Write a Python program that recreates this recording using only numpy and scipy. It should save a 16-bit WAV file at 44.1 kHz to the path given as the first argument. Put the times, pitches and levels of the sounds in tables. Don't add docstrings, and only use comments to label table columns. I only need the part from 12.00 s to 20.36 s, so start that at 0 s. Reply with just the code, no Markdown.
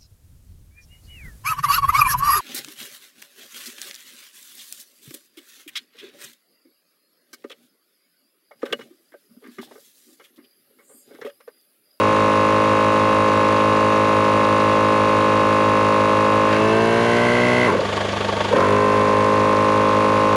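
import sys
import numpy as np
from scipy import signal
from scipy.fft import rfft, irfft
from scipy.io import wavfile
from scipy.ndimage import map_coordinates

SR = 44100
rng = np.random.default_rng(int(sys.argv[2]) if len(sys.argv) > 2 else 0)


def dump_mix(stems):
    frames = np.atleast_2d(stems).T
    limited = np.clip(frames, -1, 1)
    pcm = np.round(limited * 32767).astype(np.int16)
    wavfile.write(sys.argv[1], SR, pcm)


N = 368662
TIME = np.arange(N) / SR
RATED_HZ = 53
IDLE_HZ = 24.97
RELEASE_S, OFF_S, ON_S = 4.48, 5.66, 6.5


def undb(db):
    return 10 ** (np.asarray(db) / 20)


def fade(start_s, time_s):
    return np.exp(-np.maximum(TIME - start_s, 0) / time_s)


def colour(x, table, axis=1):
    rows = np.array(table, float)
    hz = np.maximum(np.fft.rfftfreq(N, 1 / SR), 1)
    db = np.interp(np.log(hz), np.log(rows[:, 0]), rows[:, axis])
    return irfft(rfft(x) * undb(db), N) * np.sqrt(SR / 2)


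def resonate(x, hz, width_hz):
    return signal.lfilter(*signal.iirpeak(hz, hz / width_hz, fs=SR), x)


def resonant_grit(hz, width_hz):
    noise = rng.standard_normal(N)
    grit = resonate(resonate(noise, hz, width_hz), hz, width_hz)
    return grit / np.std(grit)


def harmonics(turns, table):
    out = 0
    for multiple, db in table:
        phase = 2 * np.pi * (round(multiple) * turns + rng.random())
        out = out + undb(db) * np.sqrt(2) * np.sin(phase)
    return out


def burst(turns, rise, fall):
    place = turns % 1
    shape = (1 - np.exp(-place / rise)) * np.exp(-place / fall)
    return shape / np.sqrt(np.mean(shape ** 2))


def repeating(turns, hz):
    size = int(SR / hz)
    spectrum = np.exp(2j * np.pi * rng.random(size // 2))
    track = irfft(spectrum, 8 * size) * 8 * np.sqrt(size)
    return np.interp(turns % 1, np.arange(len(track)) / len(track), track)


def intake():
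    # (frequency [Hz], level [dB per Hz])
    hiss_spectrum = [(500, -105), (1550, -68.5), (2600, -77.5), (3400, -69.5), (4000, -86.5), (5600, -83.5),
                     (6800, -84.5), (8500, -99), (9500, -90), (14000, -122)]
    return colour(rng.standard_normal(N), hiss_spectrum)


def ticks(firings):
    # (place in the cycle [firings], centre [Hz], width of each resonance [Hz],
    # level at the peak before scatter and treble cut [dB])
    injectors = [(.29, 2250, 2240, -32.5), (1.17, 4500, 3050, -39), (2.25, 3530, 2800, -42),
                 (3.27, 3300, 2800, -49)]
    length_s, scatter_db, dull_hz = 0.008, 1.5, 7500
    out = 0
    for place, hz, width_hz, db in injectors:
        cycles = (firings - place) / len(injectors) + .5
        away_s = (cycles % 1 - .5) * len(injectors) / IDLE_HZ
        scatter = scatter_db * rng.standard_normal(int(cycles[-1]) + 1)
        sizes = undb(db + scatter)[cycles.astype(int)]
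        out = out + sizes * np.exp(-(away_s / length_s) ** 2) * resonant_grit(hz, width_hz)
    return signal.sosfilt(signal.butter(4, dull_hz, fs=SR, output="sos"), out)


def engine(pump_pace):
    # (multiple of the firing rate, level [dB])
    exhaust = [(1, -61), (2, -54), (3, -49.5), (4, -37), (5, -53.5), (6, -49), (7, -53), (8, -38),
               (9, -54.5), (10, -49)]
    # (frequency [Hz], level [dB per Hz])
    combustion = [(30, -99), (150, -72.5), (350, -58.5), (630, -54.5), (800, -63.5), (910, -53.5),
                  (1000, -69), (1110, -55), (1270, -65.5), (2300, -69.5), (3500, -74), (4000, -76.5),
                  (4700, -76.5), (5600, -92), (6800, -86), (8500, -95.5), (11000, -102), (14000, -120)]
    idle_rise_hz = .145
    repeat, steady = 0.33, 0.41
    scatter_db = 1.5

    firings = np.cumsum(IDLE_HZ + idle_rise_hz * (1 - pump_pace)) / SR + .16
    hum = harmonics(firings, exhaust)
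    alike = repeating(firings / 2, IDLE_HZ / 2)
    grit = np.sqrt(repeat) * alike + np.sqrt(1 - repeat) * rng.standard_normal(N)
    sizes = undb(scatter_db * rng.standard_normal(int(firings[-1]) + 1))[firings.astype(int)]
    swell = np.sqrt(steady + (1 - steady) * (sizes * burst(firings - .13, 0.34, 0.22)) ** 2)
    return hum + colour(grit * swell, combustion) + ticks(firings)


def drive():
    loaded_hz, sag_hz_per_s = 53.02, .025
    race_hz, race_s, inertia_s = 13.55, 1.05, .06
    coast_s = .19
    restart_hz, spin_up_s, creep_hz, creep_s = 52.81, .046, 1.235, .7
    relief, relief_s = 1.08, 0.5
    slack_s, refill_s = 0.25, 0.58
    stall_strain, start_strain, settle_s = 0.79, 1, 0.064

    lagging = race_s * fade(RELEASE_S, race_s) - inertia_s * fade(RELEASE_S, inertia_s)
    gained_hz = race_hz * (1 - lagging / (race_s - inertia_s))
    coast = np.clip(1 - (TIME - OFF_S) / coast_s, 0, 1)
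    first_hz = (loaded_hz - sag_hz_per_s * TIME + gained_hz) * coast
    second_hz = (restart_hz - creep_hz * fade(ON_S, creep_s)) * (1 - fade(ON_S, spin_up_s))

    restarted = TIME >= ON_S
    ease = np.clip(relief * (1 - fade(RELEASE_S, relief_s)) * coast, 0, 1)
    refill = restarted * fade(ON_S + slack_s, refill_s)
    strain = np.where(restarted, start_strain * fade(ON_S, settle_s), stall_strain * (1 - coast))
    return first_hz + second_hz, ease, refill, strain


def rasp():
    half_s, peak_db = 0.057, -25
    swell = np.exp(-((TIME - RELEASE_S - half_s) / half_s) ** 2)
    return undb(peak_db) * swell * resonant_grit(1730, width_hz=1100)


def gulps():
    # (time [s], pitch at that time [Hz], peak level [dB])
    slow_strokes = [(5.731, 462, -16), (5.755, 525, -11), (5.797, 550, -12.5), (5.833, 473, -20),
                    (6.518, 465, -18), (6.540, 555, -9), (6.568, 517, -14), (6.592, 520, -12),
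                    (6.614, 503, -21)]
    glide_hz_per_s, half_s = 8400, 0.0069
    out = 0
    for time_s, hz, db in slow_strokes:
        t = TIME - time_s
        tone = np.sin(2 * np.pi * (hz + glide_hz_per_s * t / 2) * t)
        out = out + undb(db) * np.exp(-(t / half_s) ** 2) * tone
    return out


def labour(turns, hz, strain, valves):
    # (frequency [Hz], level [dB per Hz])
    gear_growl = [(80, -85), (300, -53), (750, -57), (1000, -53), (1550, -54), (2300, -71), (8000, -100)]
    motor_order, mesh_order = 8, 20
    motor_db, mesh_db, mesh_hz_per_s = -13, -11, 51
    torque = np.tanh(np.abs(np.gradient(hz)) * SR / mesh_hz_per_s)
    mesh = torque * np.sin(2 * np.pi * mesh_order * turns)
    gearbox = undb(mesh_db) * resonate(mesh, 995, width_hz=53)
    growl = torque * colour(valves * rng.standard_normal(N), gear_growl)
    groan = undb(motor_db) * strain * np.sin(2 * np.pi * motor_order * turns)
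    return gearbox + growl - groan


def pops(turns):
    # (place [turns], half-width [turns], peak level before the low cut [dB])
    openings = [(.86, 0.024, -2), (0.351, 0.047, -7)]
    pulses = 0
    for place, width, db in openings:
        away = (turns - place + .5) % 1 - .5
        pulses = pulses + undb(db) * np.exp(-(away / width) ** 2)
    return signal.sosfilt(signal.butter(3, 160, "high", fs=SR, output="sos"), pulses)


def housing(contact, state):
    # (centre [Hz], width [Hz], then level [dB per Hz] when
    housing_modes = [(1067, 185, -70, -39.5, -45, -48), (1539, 100, -49.5, -49, -49, -54),
                     (1736, 58, -57, -56, -55, -64), (1855, 140, -55, -65, -65, -64),
                     (2025, 240, -61, -82, -62, -46), (2210, 66, -54, -67, -69, -53),
                     (2480, 75, -75, -73, -68, -53), (2664, 124, -61, -50, -64, -51.5),
                     (2730, 53, -75, -58, -59, -77)]
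    stages = [-.7, 0, .25, .72, 1]
    out = 0
    for hz, width_hz, refilling_db, *eased_db in housing_modes:
        gains = np.r_[undb(refilling_db), 0, undb(eased_db)]
        ringing = resonate(resonate(contact, hz, width_hz), hz, width_hz)
        out = out + np.interp(state, stages, gains) * ringing
    return out * np.sqrt(SR / 2)


def rings(split_hz, side, size=8192, count=17, order=32):
    # (level of crank order 1 [dB], of order 2 [dB], and so on)
    stroke_tone = [
        [-45, -25, -34, -24, -25.5, -29.5, -35, -17, -26, -19.5, -25, -28, -26, -36, -53, -28, -46, -26.5, -27,
         -16.5, -27.5, -31, -32, -44, -33, -37, -35, -39, -45, -30],
        [-47.5, -26, -36, -24.5, -27, -24.5, -37.5, -23.5, -27.5, -19, -24, -28, -39.5, -35.5, -41.5, -25.5,
         -57, -24, -34, -17, -27.5, -26.5, -33, -31.5, -29.5, -40, -37, -28.5, -39.5, -48.5],
        [-55, -24, -33, -22.5, -32, -25, -20.5, -16.5, -38, -24.5, -31, -21.5, -28, -55, -32, -39, -28, -35,
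         -31, -25, -35, -47, -44, -41, -37, -39, -39, -41, -35, -39],
        [-75, -44, -31.5, -34.5, -43, -44, -28.5, -34.5, -28, -24, -42, -29, -53, -50, -41, -47, -23.5, -40,
         -36, -52, -48, -40, -48, -34, -35, -38, -41, -39, -37, -46],
    ]
    # (frequency [Hz], delay [s])
    spread = [(100, 0.01113), (250, 0.00956), (380, 0.00022), (620, 0.0034), (800, 0.00345),
              (1440, 0.00025)]
    hz = np.maximum(np.fft.rfftfreq(size, 1 / SR), 1)
    stages = [-1, 0, .5, 1]
    states = np.linspace(-1, 1, count)
    levels = np.transpose([np.interp(states, stages, dbs) for dbs in np.transpose(stroke_tone)])
    tones = [np.interp(hz / RATED_HZ, 1 + np.arange(len(row)), row) for row in levels]
    gain = undb(tones) * SR / RATED_HZ / np.sqrt(2)
    band = 1 / np.sqrt((1 + (hz / split_hz) ** (side * order)) * (1 + (hz / 1560) ** (2 * order)))
    cepstrum = irfft(np.log(gain * (band + 1e-4)))
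    cepstrum[:, 1:size // 2] *= 2
    cepstrum[:, size // 2 + 1:] = 0
    delay_s = np.interp(hz, *np.transpose(spread))
    lag = np.exp(-2j * np.pi * np.cumsum(delay_s) * SR / size)
    return irfft(np.exp(rfft(cepstrum)) * lag)[:, :size // 2]


def strike(responses, turns, hz, state, scatter_db, count=4):
    clock = np.cumsum(np.maximum(hz, RATED_HZ - 1)) / RATED_HZ
    starts = np.interp(np.arange(np.ceil(turns[0]), turns[-1]), turns, clock)
    earlier = starts[0] - np.arange(count, 0, -1) * SR / RATED_HZ
    starts = np.r_[earlier, starts]
    sizes = undb(scatter_db * rng.standard_normal(len(starts)))
    last = np.searchsorted(starts, clock) - 1
    row = (state + 1) / 2 * (len(responses) - 1)
    out = 0
    for k in range(count):
        age = clock - starts[last - k]
        out = out + sizes[last - k] * map_coordinates(responses, [row, age], order=1)
    return out


def compressor(hz, pace, ease, refill, strain):
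    # (frequency [Hz], level at full load [dB per Hz], level running light [dB per Hz])
    valve_rattle = [(704, -111, -70), (1350, -55, -54), (1660, -63, -51.5), (1900, -59.5, -61),
                    (2080, -63, -53.5), (2253, -58.5, -52), (2365, -59.5, -70), (2700, -64, -60),
                    (3080, -72.5, -64.5), (3760, -72.5, -68), (4160, -71, -69), (5340, -79.5, -76),
                    (6070, -79, -75.5), (8040, -89.5, -88), (14000, -120, -120)]
    # (frequency [Hz], level [dB per Hz])
    air_rush = [(30, -89), (100, -62.5), (400, -60.5), (800, -64), (1070, -62.5), (1400, -76),
                (2700, -73.5), (4500, -82.5), (6800, -82.5), (8700, -89.5), (9300, -81.5), (11000, -90),
                (12500, -105), (14000, -116)]
    # (crank order, level [dB])
    gear_whine = [(32, -34.5), (39, -38), (42, -45), (45, -45), (48, -38.5), (50, -35.5), (52, -40.5),
                  (53, -40.5), (54, -50), (59, -52), (63, -48.5), (67, -69), (72, -45.5), (81, -60)]
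    force_db, light_db, strain_db = -1.25, 0.5, -7
    loose, loose_light = 0.04, 0.067
    whine_kept = 0.66

    turns = .2 + np.cumsum(hz) / SR
    state = ease - refill
    split_hz = 720
    knock = strike(rings(split_hz, -0.91), turns + 0.0586, hz, state, scatter_db=0) * pace
    puff = strike(rings(split_hz, 0.81), turns - .24, hz, state, scatter_db=-0.25) * (1 - 0.55 * strain)

    first_swell = burst(turns + 0.065, 0.043, 0.097)
    second_swell = burst(turns - .45, 0.046, 0.84)
    valves = np.sqrt(0.84 + 0.4 * first_swell ** 2 + 0.069 * second_swell ** 2)
    chance = loose + loose_light * np.sqrt(np.abs(state))
    alike = np.sqrt(1 - chance) * repeating(turns, RATED_HZ)
    contact = valves * (alike + np.sqrt(chance) * rng.standard_normal(N))
    loaded_rattle = (1 - ease) * colour(contact, valve_rattle)
    light_rattle = ease * colour(contact, valve_rattle, axis=2)
    rattle = loaded_rattle + light_rattle + housing(contact, state)

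    whine_level = whine_kept + (1 - whine_kept) * fade(RELEASE_S, 0.078)
    whine = harmonics(turns, gear_whine) * whine_level * (1 - refill)
    rush = colour(valves ** 0.93 * rng.standard_normal(N), air_rush)
    air = rush * undb(2.3 * ease + 2.0 * strain) + pops(turns) * ease ** 0.93
    effort = labour(turns, hz, np.sqrt(strain) * pace, valves)
    running = puff + knock + (rattle + whine) * pace ** 1.75 + (air + effort) * pace
    return running * undb(force_db + light_db * ease + strain_db * strain) + gulps() + rasp()


def scene():
    hz, ease, refill, strain = drive()
    pace = np.minimum(hz / RATED_HZ, 1)
    background = intake() + engine(pace)
    return (background + compressor(hz, pace, ease, refill, strain))[None]


def record(dry):
    target_db, lift_db = -16.0, 4.0
    slope, follow_s, top_hz = 0.77, 0.033, 14500
    keep = np.exp(-1 / (follow_s * SR))
    power = signal.lfilter([1 - keep], [1, -keep], dry[0] ** 2, zi=[np.mean(dry ** 2)])[0]
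    gain_db = np.minimum(slope * (target_db - 10 * np.log10(power)), lift_db)
    top_cut = signal.ellip(8, .2, 70, top_hz, fs=SR, output="sos")
    return signal.sosfilt(top_cut, dry * undb(gain_db))


dry = scene()
out = record(dry)
dump_mix(out)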